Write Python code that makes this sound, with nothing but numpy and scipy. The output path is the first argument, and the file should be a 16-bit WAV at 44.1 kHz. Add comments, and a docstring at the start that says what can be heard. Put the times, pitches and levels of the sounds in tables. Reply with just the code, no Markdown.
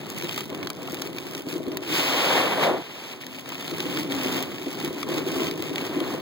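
"""Drops tick on the glass and drum on the roof of a parked car in a storm on a shore.
Each is a random train of short noise impacts filtered by the glass, roof modes or body it strikes.
Gusts drive the rain; the spray of a broken wave sweeps over the car and leaves a short lull.
Large drops, roof thumps, knocks and a slosh are placed singly; filtered noise gives wind and surf,
and a wavering sine moans."""
import sys
import numpy as np
from scipy import signal
from scipy.fft import rfft, irfft, next_fast_len
from scipy.io import wavfile
from scipy.ndimage import uniform_filter1d

SR = 44100
rng = np.random.default_rng(int(sys.argv[2]) if len(sys.argv) > 2 else 0)


def store_pcm(level_fs):
    """Save levels as 16-bit WAV."""
    pcm = np.round(np.clip(level_fs, -1, 1) * 32767).astype(np.int16)
    wavfile.write(sys.argv[1], SR, np.atleast_2d(pcm).T)


N = 273845
TIME = np.arange(N) / SR

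# colour of water striking a pane: (frequency [Hz], relative spectral level [dB])
GLASS_COLOUR = [(200, -36), (600, -6), (1200, -2.5), (1700, -5), (2300, 3.5), (3100, 2.5), (5400, -7),
                (10000, -18), (13000, -17), (15500, -11.5)]


def gain_of(db):
    """Level law: decibels become an amplitude factor."""
    return 10 ** (np.asarray(db) / 20)


def evened(x):
    """Power normalization: scales a signal to rms 1."""
    return x / np.sqrt(np.mean(x ** 2) + 1e-20)


def steadied(x, size=3500):
    """Envelope normalization: holds the slow level near rms 1 and leaves single impacts standing out."""
    power = uniform_filter1d(uniform_filter1d((x ** 2).mean(0), size), size)
    return x / np.sqrt(abs(power) + 1e-9)


def wobble(size):
    """Low-pass random process: twice-averaged noise drifts slowly, at rms 1."""
    return evened(uniform_filter1d(uniform_filter1d(rng.standard_normal(N), size), size))


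def read(points, hz):
    """Spectral interpolation: a table's value on a log-frequency axis."""
    f, value = np.transpose(points)
    return np.interp(np.log(hz + 1), np.log(f + 1), value)


def follow(rows):
    """Linear interpolation in time: a curve's value at every sample."""
    return np.interp(TIME, *np.transpose(rows))


def add(mix, s, sound):
    """Superposition: mixes a sound in at time s [s]."""
    part = mix[:, max(round(s * SR), 0):][:, :sound.shape[1]]
    part += sound[:, :part.shape[1]]


def response(spectrum, size=4096):
    """Minimum phase: a causal impulse response of this colour, with energy 1."""
    log_gain = np.log(gain_of(read(spectrum, abs(np.fft.fftfreq(size, 1 / SR)))))
    # the Hilbert transform of the log gain supplies the phase
    transfer = np.exp(np.conj(signal.hilbert(log_gain)))
    taps = np.fft.ifft(transfer).real[:size // 2]
    return taps / np.linalg.norm(taps)


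def through(x, taps):
    """Linear filtering: convolves both channels with an impulse response."""
    return signal.oaconvolve(x, taps[None], axes=1)[:, :x.shape[1]]


def brightened(spectrum, treble_db):
    """Spectral tilt: the treble changes over the octave above 3500 Hz, then by a constant amount."""
    return [(hz, level + treble_db * np.clip(np.log2(hz / 3500), 0, 1)) for hz, level in spectrum]


def rippled(spectrum, ripple_db, count=70):
    """Modal excitation: each spot on a pane favours other modes, here as random spectral ripple."""
    hz = np.geomspace(200, 16000, count)
    return np.transpose([hz, read(spectrum, hz) + ripple_db * rng.standard_normal(count)])


def cabin(taps, wet_db, absorb_hz=5000):
    """Early reverberation: a small cabin's decaying reflections, whose treble the seats soak up."""
    t = TIME[:len(taps)]
    echoes = rng.standard_normal(len(t)) * np.exp(-t / .005)
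    echoes = echoes / np.linalg.norm(echoes)
    echoes = signal.sosfilt(signal.butter(1, absorb_hz, fs=SR, output="sos"), echoes)
    return taps + gain_of(wet_db) * signal.fftconvolve(taps, echoes)[:len(taps)]


def splash(t, decay, tail_db, tail_decay, hold=0):
    """Two-stage decay of impact power: the drop flattens in a quick burst, then its droplets scatter."""
    burst = np.exp(-2 * np.maximum(t - hold, 0) / decay)
    scatter = gain_of(tail_db) ** 2 * np.exp(-2 * t / tail_decay)
    return burst + scatter


def shower(per_s, spread_db, shape, largest=3.8):
    """Shot noise: impacts at random times and of random size, each a burst of the given power shape."""
    hits = np.flatnonzero(rng.random(N) < per_s / SR)
    power = np.zeros(N)
    size = np.minimum(rng.exponential(1, N)[hits], largest)
    power[hits] = gain_of(spread_db * size) ** 2
    envelope = np.sqrt(abs(signal.oaconvolve(power, shape)[:N]))
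    return envelope * rng.standard_normal((2, N))


def gust(start, length):
    """Attack, build and exponential release: a gust's drive on glass, roof and body, 0 dB midway."""
    # one row each for glass, roof, body: (rise time [s], build over the gust [dB], fall constant [s])
    gust_shape = [(0.039, 4.5, 0.059), (0.03, 5, 0.14), (0.035, 1.5, 0.12)]
    rise, build_db, fall = np.transpose(gust_shape)[:, :, None]
    age = TIME - start
    attack = np.clip(age / rise, 0, 1)
    build = gain_of(build_db * (np.clip(age / length, 0, 1) - 0.5))
    release = np.exp(-np.maximum(age - length, 0) / fall)
    return attack * build * release


def rainfall():
    """Power addition: steady rain, gusts and the wave sum to drive levels in dB on glass, roof and body."""
    # rain between the gusts: (drive on glass [dB], on roof [dB], on body [dB])
    steady_rain = (-47.5, -45.5, -46.5)
    # gusts that fling rain at the car:
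    # (start [s], length [s], mid-gust drive on glass [dB], on roof [dB], on body [dB])
    gusts = [(-0.05, .19, -40, -43, -41), (0.138, 0.26, -33.5, -41, -44), (0.473, 0.17, -45.5, -36, -38),
             (0.753, 0.31, -39, -37, -40), (1.115, 0.26, -39.5, -38.5, -40.5),
             (1.445, 0.095, -36.5, -33, -43.5), (1.623, 0.13, -44.5, -32.5, -41.5),
             (2.784, 0.34, -38, -61, -41), (3.178, 0.22, -39, -61, -45.5),
             (3.431, 0.28, -35.5, -41.5, -40.5), (3.72, 0.29, -32.5, -33, -36.5),
             (4.075, 0.31, -29.5, -33, -32.5), (4.455, 0.28, -37, -38, -41),
             (4.749, 0.12, -35, -32.5, -37.5), (4.92, 0.088, -38, -36, -41), (5.057, 0.12, -33, -27.5, -33),
             (5.234, 0.23, -31.5, -28.5, -36), (5.542, 0.14, -36.5, -33.5, -41),
             (5.716, 0.15, -35.5, -34.5, -34), (5.897, 0.24, -37, -32.5, -33.5)]
    # spray of a broken wave: (time [s], drive on glass [dB], on roof [dB], on body [dB])
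    wave = [(1.817, -37.5, -75, -49), (1.88, -32, -36, -41), (1.91, -26, -27, -39),
            (1.973, -19, -30.5, -31), (2.04, -22, -33.5, -28.5), (2.38, -21, -33, -21),
            (2.45, -26.5, -33, -23.5), (2.59, -30.5, -34, -25), (2.636, -22, -32, -20.5),
            (2.71, -34, -23.5, -29), (2.825, -42, -39, -37)]
    power = np.outer(gain_of(steady_rain) ** 2, np.ones(N))
    for start, length, *levels_db in gusts:
        power += (gain_of(levels_db)[:, None] * gust(start, length)) ** 2
    times, *wave_db = np.transpose(wave)
    # the wave is silent outside its table
    wave_curves = [np.interp(TIME, times, db, left=-np.inf, right=-np.inf) for db in wave_db]
    power += gain_of(wave_curves) ** 2
    return 10 * np.log10(power)


def glass(patter_db, level_db=-3, thickening_db=1.0, edge_hz=6000, count=6):
    """Shot noise on panes: drops tick on dull and bright spots, denser in strong gusts, over a fine mist."""
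    # evenly hissing mist: (time [s], share of the water's power on the glass [0-1])
    mist_share = [(1.8, .28), (1.9, .7), (3.1, .8), (3.2, .3), (5.0, .45)]
    # drops sound sharper on bare glass than on a film of water: (time [s], gain above edge_hz [dB])
    sharpness = [(0, 4.5), (1.5, 8), (2.2, -0.5), (2.75, -1.5), (3.4, 4.5)]
    shape = splash(TIME[:SR // 20], decay=.0008, tail_db=-16, tail_decay=.004, hold=.0012)
    # rate on each spot [1/s]
    per_s = 30 * gain_of(thickening_db * (patter_db - np.median(patter_db)))
    drops = np.zeros((2, N))
    for treble_db in np.linspace(-10, 4, count):
        colour = rippled(brightened(GLASS_COLOUR, treble_db), ripple_db=.8)
        spot = cabin(response(colour), wet_db=-4)
        drops += through(shower(per_s, spread_db=3.6, shape=shape, largest=2.2), spot)
    drops = steadied(drops, size=2200) * gain_of(1.2 * wobble(size=800))
    mist = through(rng.standard_normal((2, N)), response(GLASS_COLOUR))
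    share = np.clip(follow(mist_share), 0, 1)
    patter = np.sqrt(1 - share) * drops + np.sqrt(share) * mist
    high_pass = signal.butter(2, edge_hz, "highpass", fs=SR, output="sos")
    edge = signal.sosfiltfilt(high_pass, patter)
    return gain_of(patter_db + level_db) * (patter + (gain_of(follow(sharpness)) - 1) * edge)


def roof_ring(flipped=.5, lowest_hz=115):
    """Modal superposition: damped panel modes struck at a random spot, a share of them flipped in sign."""
    # modes of the roof panel: (frequency [Hz], bandwidth [Hz], level before tilt and bandwidth [dB])
    modes = [(158.4, 8.2, -13.5), (273.4, 27, -2), (298.3, 25.6, -1.5), (355.7, 37.5, 2.5), (393, 43, -3),
             (503, 23.4, -9.5), (634, 38, -11), (1050, 99, -12.5)]
    t = TIME[:SR // 6]
    tilt_db = rng.uniform(-2, 3.5)  # per octave: a dull or bright spot
    ring = np.zeros(len(t))
    for hz, width, db in modes:
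        strength = gain_of(db + tilt_db * np.log2(hz / lowest_hz)) * np.sqrt(width)
        strength *= np.sign(rng.random() - flipped) * rng.uniform(0.25, 1)
        ring += strength * np.exp(-np.pi * width * t) * np.sin(2 * np.pi * hz * t)
    # below its modes the panel hardly radiates
    ring = signal.sosfilt(signal.butter(2, lowest_hz, "highpass", fs=SR, output="sos"), ring)
    return ring / np.linalg.norm(ring)


def roof(drum_db, level_db=-2.0, drops_per_s=38, count=7):
    """Modes driven by shot noise: drops drum on several spots of sheet metal, dulled by the lining."""
    shape = splash(TIME[:SR // 20], decay=0.0017, tail_db=-15.0, tail_decay=0.02)
    drum = np.zeros((2, N))
    for _ in range(count):
        drum += through(shower(drops_per_s, spread_db=2.0, shape=shape), roof_ring())
    return gain_of(drum_db + level_db) * steadied(drum, size=2000)


def spray(spray_db, level_db=0, swell=1.19, drops_per_s=1500):
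    """Dense shot noise: sheets of water slap the body and swell when the wave's spray arrives."""
    # colour of water on the body: (frequency [Hz], relative spectral level [dB])
    body_colour = [(30, -62), (150, -4), (300, -1), (500, 4.5), (1050, 0.5), (1500, -5), (2200, -4.5),
                   (3500, -8.5), (6000, -29), (15000, -24.5)]
    shape = splash(TIME[:SR // 20], decay=0.00038, tail_db=-11.0, tail_decay=0.0093)
    # swell stretches the level range below its maximum
    level = spray_db.max() + swell * (spray_db - spray_db.max()) + level_db
    slaps = through(shower(drops_per_s, spread_db=0, shape=shape), response(body_colour))
    return gain_of(level) * steadied(slaps, size=2200)


def wind(drum_db, level_db=2, gust_share=0.77):
    """Filtered broadband noise: the low roar of wind and surf through the closed car rises with gusts."""
    # colour of the roar: (frequency [Hz], relative spectral level [dB])
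    rumble = [(55, -23), (90, -6), (150, 3.5), (400, -3), (1000, -25.5), (4000, -71)]
    # wind and surf outside: (time [s], level before gusts and level_db [dB])
    wind_level = [(0.25, -42), (1.6, -48), (3.2, -50.5), (4.25, -38.5), (4.55, -45.5), (5.4, -43)]
    gust_db = drum_db - uniform_filter1d(drum_db, size=30000)
    roar = evened(through(rng.standard_normal((2, N)), response(rumble)))
    return gain_of(follow(wind_level) + gust_share * gust_db + level_db) * roar


def big_drops(level_db=3.0, usual_treble_db=-12.5):
    """Impulsive excitation: large drops hit glass with a snap and fizz, each with its own reflections."""
    # biggest drops: (time [s], crack rms before level_db [dB],
    # treble relative to crack, against usual_treble_db [dB])
    ticks = [(0.1014, -31, 4), (0.185, -30.5, 4), (0.2235, -29.5, -6), (0.245, -34, -10), (0.293, -28, -18),
             (0.33, -34, -9), (0.378, -27, -11), (0.407, -28.5, -5), (0.5015, -36, -9), (0.548, -33, -8),
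             (0.629, -31.5, -16), (0.672, -27.5, -13), (0.7023, -26, -4), (0.9207, -34, 10),
             (0.9445, -30, -6), (1.02, -27, -2), (1.184, -29.5, -13), (1.3498, -31, -8), (1.5278, -37, -3),
             (1.539, -38, -6), (1.7712, -25, -4), (3.21, -42, -19), (3.228, -43, -26), (3.491, -35, -2),
             (3.5204, -36, -7), (3.6237, -46, -19), (3.804, -25, -12), (3.973, -26.5, -10),
             (4.1213, -26.5, -16), (4.4261, -28, -2), (4.7292, -35.5, -5), (4.802, -32, -7),
             (4.8477, -29, -5), (5.03, -26, -15), (5.3186, -34.5, 2), (5.469, -30, -13), (5.5116, -30, -9),
             (5.6235, -28, -5), (5.7585, -26, -13.5), (5.7813, -25.5, -12), (5.851, -34, -17),
             (6.003, -29.5, -14)]
    t, out = TIME[:SR // 16], np.zeros((2, N))
    shape = np.sqrt(splash(t, decay=.001, tail_db=-17, tail_decay=.005, hold=.001))
    snap = .7 * np.linalg.norm(shape) * (t == 0)
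    for s, db, treble_db in ticks:
        colour = brightened(GLASS_COLOUR, treble_db - usual_treble_db)
        spot = cabin(response(rippled(colour, ripple_db=1.5)), wet_db=-6)
        crack = through(snap + shape * rng.standard_normal((2, len(t))), spot)
        # the first 3 ms set the level
        crack_rms = crack[:, :3 * SR // 1000].std(axis=1, keepdims=True)
        add(out, s, gain_of(db + level_db) * crack / crack_rms)
    return out


def heavy_drops(level_db=-1, far_port=0.54, push=0.0072):
    """In-phase modal excitation: water blobs thump the roof, pushing its near-channel modes one way."""
    # blobs of water on the roof: (time [s], peak before level_db [dB])
    thuds = [(0.229, -19.5), (0.521, -22), (0.785, -27), (0.923, -24), (1.463, -21.5), (1.547, -17),
             (1.598, -19.5), (1.673, -19), (1.721, -24.5), (3.713, -21.5), (3.852, -18), (4.253, -18.5),
             (4.659, -19), (4.836, -21), (5.065, -21.5), (5.181, -21.5), (5.358, -16.5), (5.411, -17),
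             (5.706, -18), (5.961, -14.5), (6.004, -16.5), (6.139, -20.5)]
    out = np.zeros((2, N))
    for s, db in thuds:
        ring = np.array([roof_ring(flipped=0), far_port * roof_ring()])
        # a soft or hard push: its onset lasts half to twice the usual time [s]
        onset = push * 2 ** rng.uniform(-1, 1)
        ring = ring * (1 - np.exp(-(TIME[:ring.shape[1]] / onset) ** 2))
        add(out, s, gain_of(db + level_db) * ring / abs(ring).max())
    return out


def knocks(low_hz=600, high_hz=1400, ring_s=0.0043):
    """Modal overlap: a fat drop bends the windscreen, whose crowded middle modes ring very briefly."""
    # fat drops on the windscreen: (time [s], peak [dB])
    knock_peaks = [(0.378, -25), (0.629, -27), (0.884, -23), (2.306, -15), (2.376, -12), (3.5202, -23.5),
                   (5.361, -22)]
    t, out = TIME[:SR // 20], np.zeros((2, N))
    pane = signal.butter(2, [low_hz, high_hz], "bandpass", fs=SR, output="sos")
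    for s, db in knock_peaks:
        ring = signal.sosfilt(pane, np.exp(-t / ring_s) * rng.standard_normal((2, len(t))))
        add(out, s, gain_of(db) * ring / abs(ring).max())
    return out


def slab():
    """Band-limited noise under a Gaussian envelope: a slab of water lands as the spray ends, sloshing."""
    # the landing: (time [s], level [dB], spread in time [s])
    landing = (2.685, -22.5, 0.057)
    # colour of the slosh: (frequency [Hz], relative spectral level [dB])
    slosh_colour = [(40, -70), (280, -7), (420, 7), (650, 7.5), (1600, -11.5), (5000, -75)]
    s, db, spread = landing
    envelope = np.exp(-((TIME - s) / spread) ** 2 / 2)
    slosh = through(rng.standard_normal((2, N)), response(slosh_colour))
    return gain_of(db) * envelope * slosh


def moan(waver_hz=4, flutter_db=2):
    """Frequency modulation: wind at a gap in the body gives a sliding sine that wavers in pitch and level."""
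    # course of the moan: (time [s], pitch before waver [Hz], rms level before flutter [dB])
    moan_course = [(3.15, 250, -85), (3.25, 256.2, -44.5), (3.75, 279, -60), (4.02, 296, -36.5),
                   (4.2, 263.3, -31), (4.4, 259.5, -34), (4.48, 252.4, -47)]
    times, pitch_hz, db = np.transpose(moan_course)
    pitch = np.interp(TIME, times, pitch_hz) + waver_hz * wobble(size=1500)
    turns = np.cumsum(pitch) / SR
    course_db = np.interp(TIME, times, db, left=-np.inf, right=-np.inf)
    level = gain_of(course_db + flutter_db * wobble(size=1500))
    return np.array([level * evened(np.sin(2 * np.pi * turns)), np.zeros(N)])


def scene():
    """Superposition: water on glass, roof and body, over the wind; returns a near and a diffuse channel."""
    patter_db, drum_db, spray_db = rainfall()
    water = glass(patter_db) + roof(drum_db) + spray(spray_db)
    impacts = big_drops() + heavy_drops() + knocks() + slab()
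    return water + impacts + wind(drum_db) + moan()


def record(dry, depth=1.008, left_lead=0.79, low_cut_hz=66):
    """Interchannel coherence: two ports little related in the deep bass, more alike above it, then
    in and out of phase by turns up the treble."""
    # likeness of the ports up to the low middle: (frequency [Hz], real part of the coherence [0-1])
    bass_likeness = [(60, .1), (120, .3), (300, .72), (650, .62), (1400, .96)]
    # balance of the ports: (frequency [Hz], left over right, applied after the coherence mix [dB])
    port_balance = [(150, 0), (350, 1), (600, 3), (1100, 0)]
    port_lag, edge_hz = 16 / SR, 15950  # lag [s], upper band limit [Hz]
    size = next_fast_len(N + SR // 10)
    dry = signal.sosfilt(signal.butter(2, low_cut_hz, "highpass", fs=SR, output="sos"), dry)
    hz = np.fft.rfftfreq(size, 1 / SR)
    near, diffuse = rfft(dry, size)
    turn = 2 * np.pi * hz * port_lag
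    alike = np.where(turn < np.pi, read(bass_likeness, hz), -depth * np.cos(turn))
    alike = np.clip(alike, -.9997, .9997)
    # the imaginary part shifts the phase between the ports
    lead = np.clip(left_lead, 0, 1) * np.sin(turn) * np.sqrt(1 - alike ** 2)
    likeness = alike + 1j * lead
    pair = np.array([near, likeness * near + np.sqrt(1 - abs(likeness) ** 2) * diffuse])
    lean = gain_of(read(port_balance, hz) / 2)
    wide = irfft(pair * np.array([lean, 1 / lean]), size)[:, :N]
    low_pass = signal.firwin(401, edge_hz, window=("kaiser", 9), fs=SR)
    return signal.oaconvolve(wide, low_pass[None], "same")


dry = scene()
out = record(dry)
store_pcm(out)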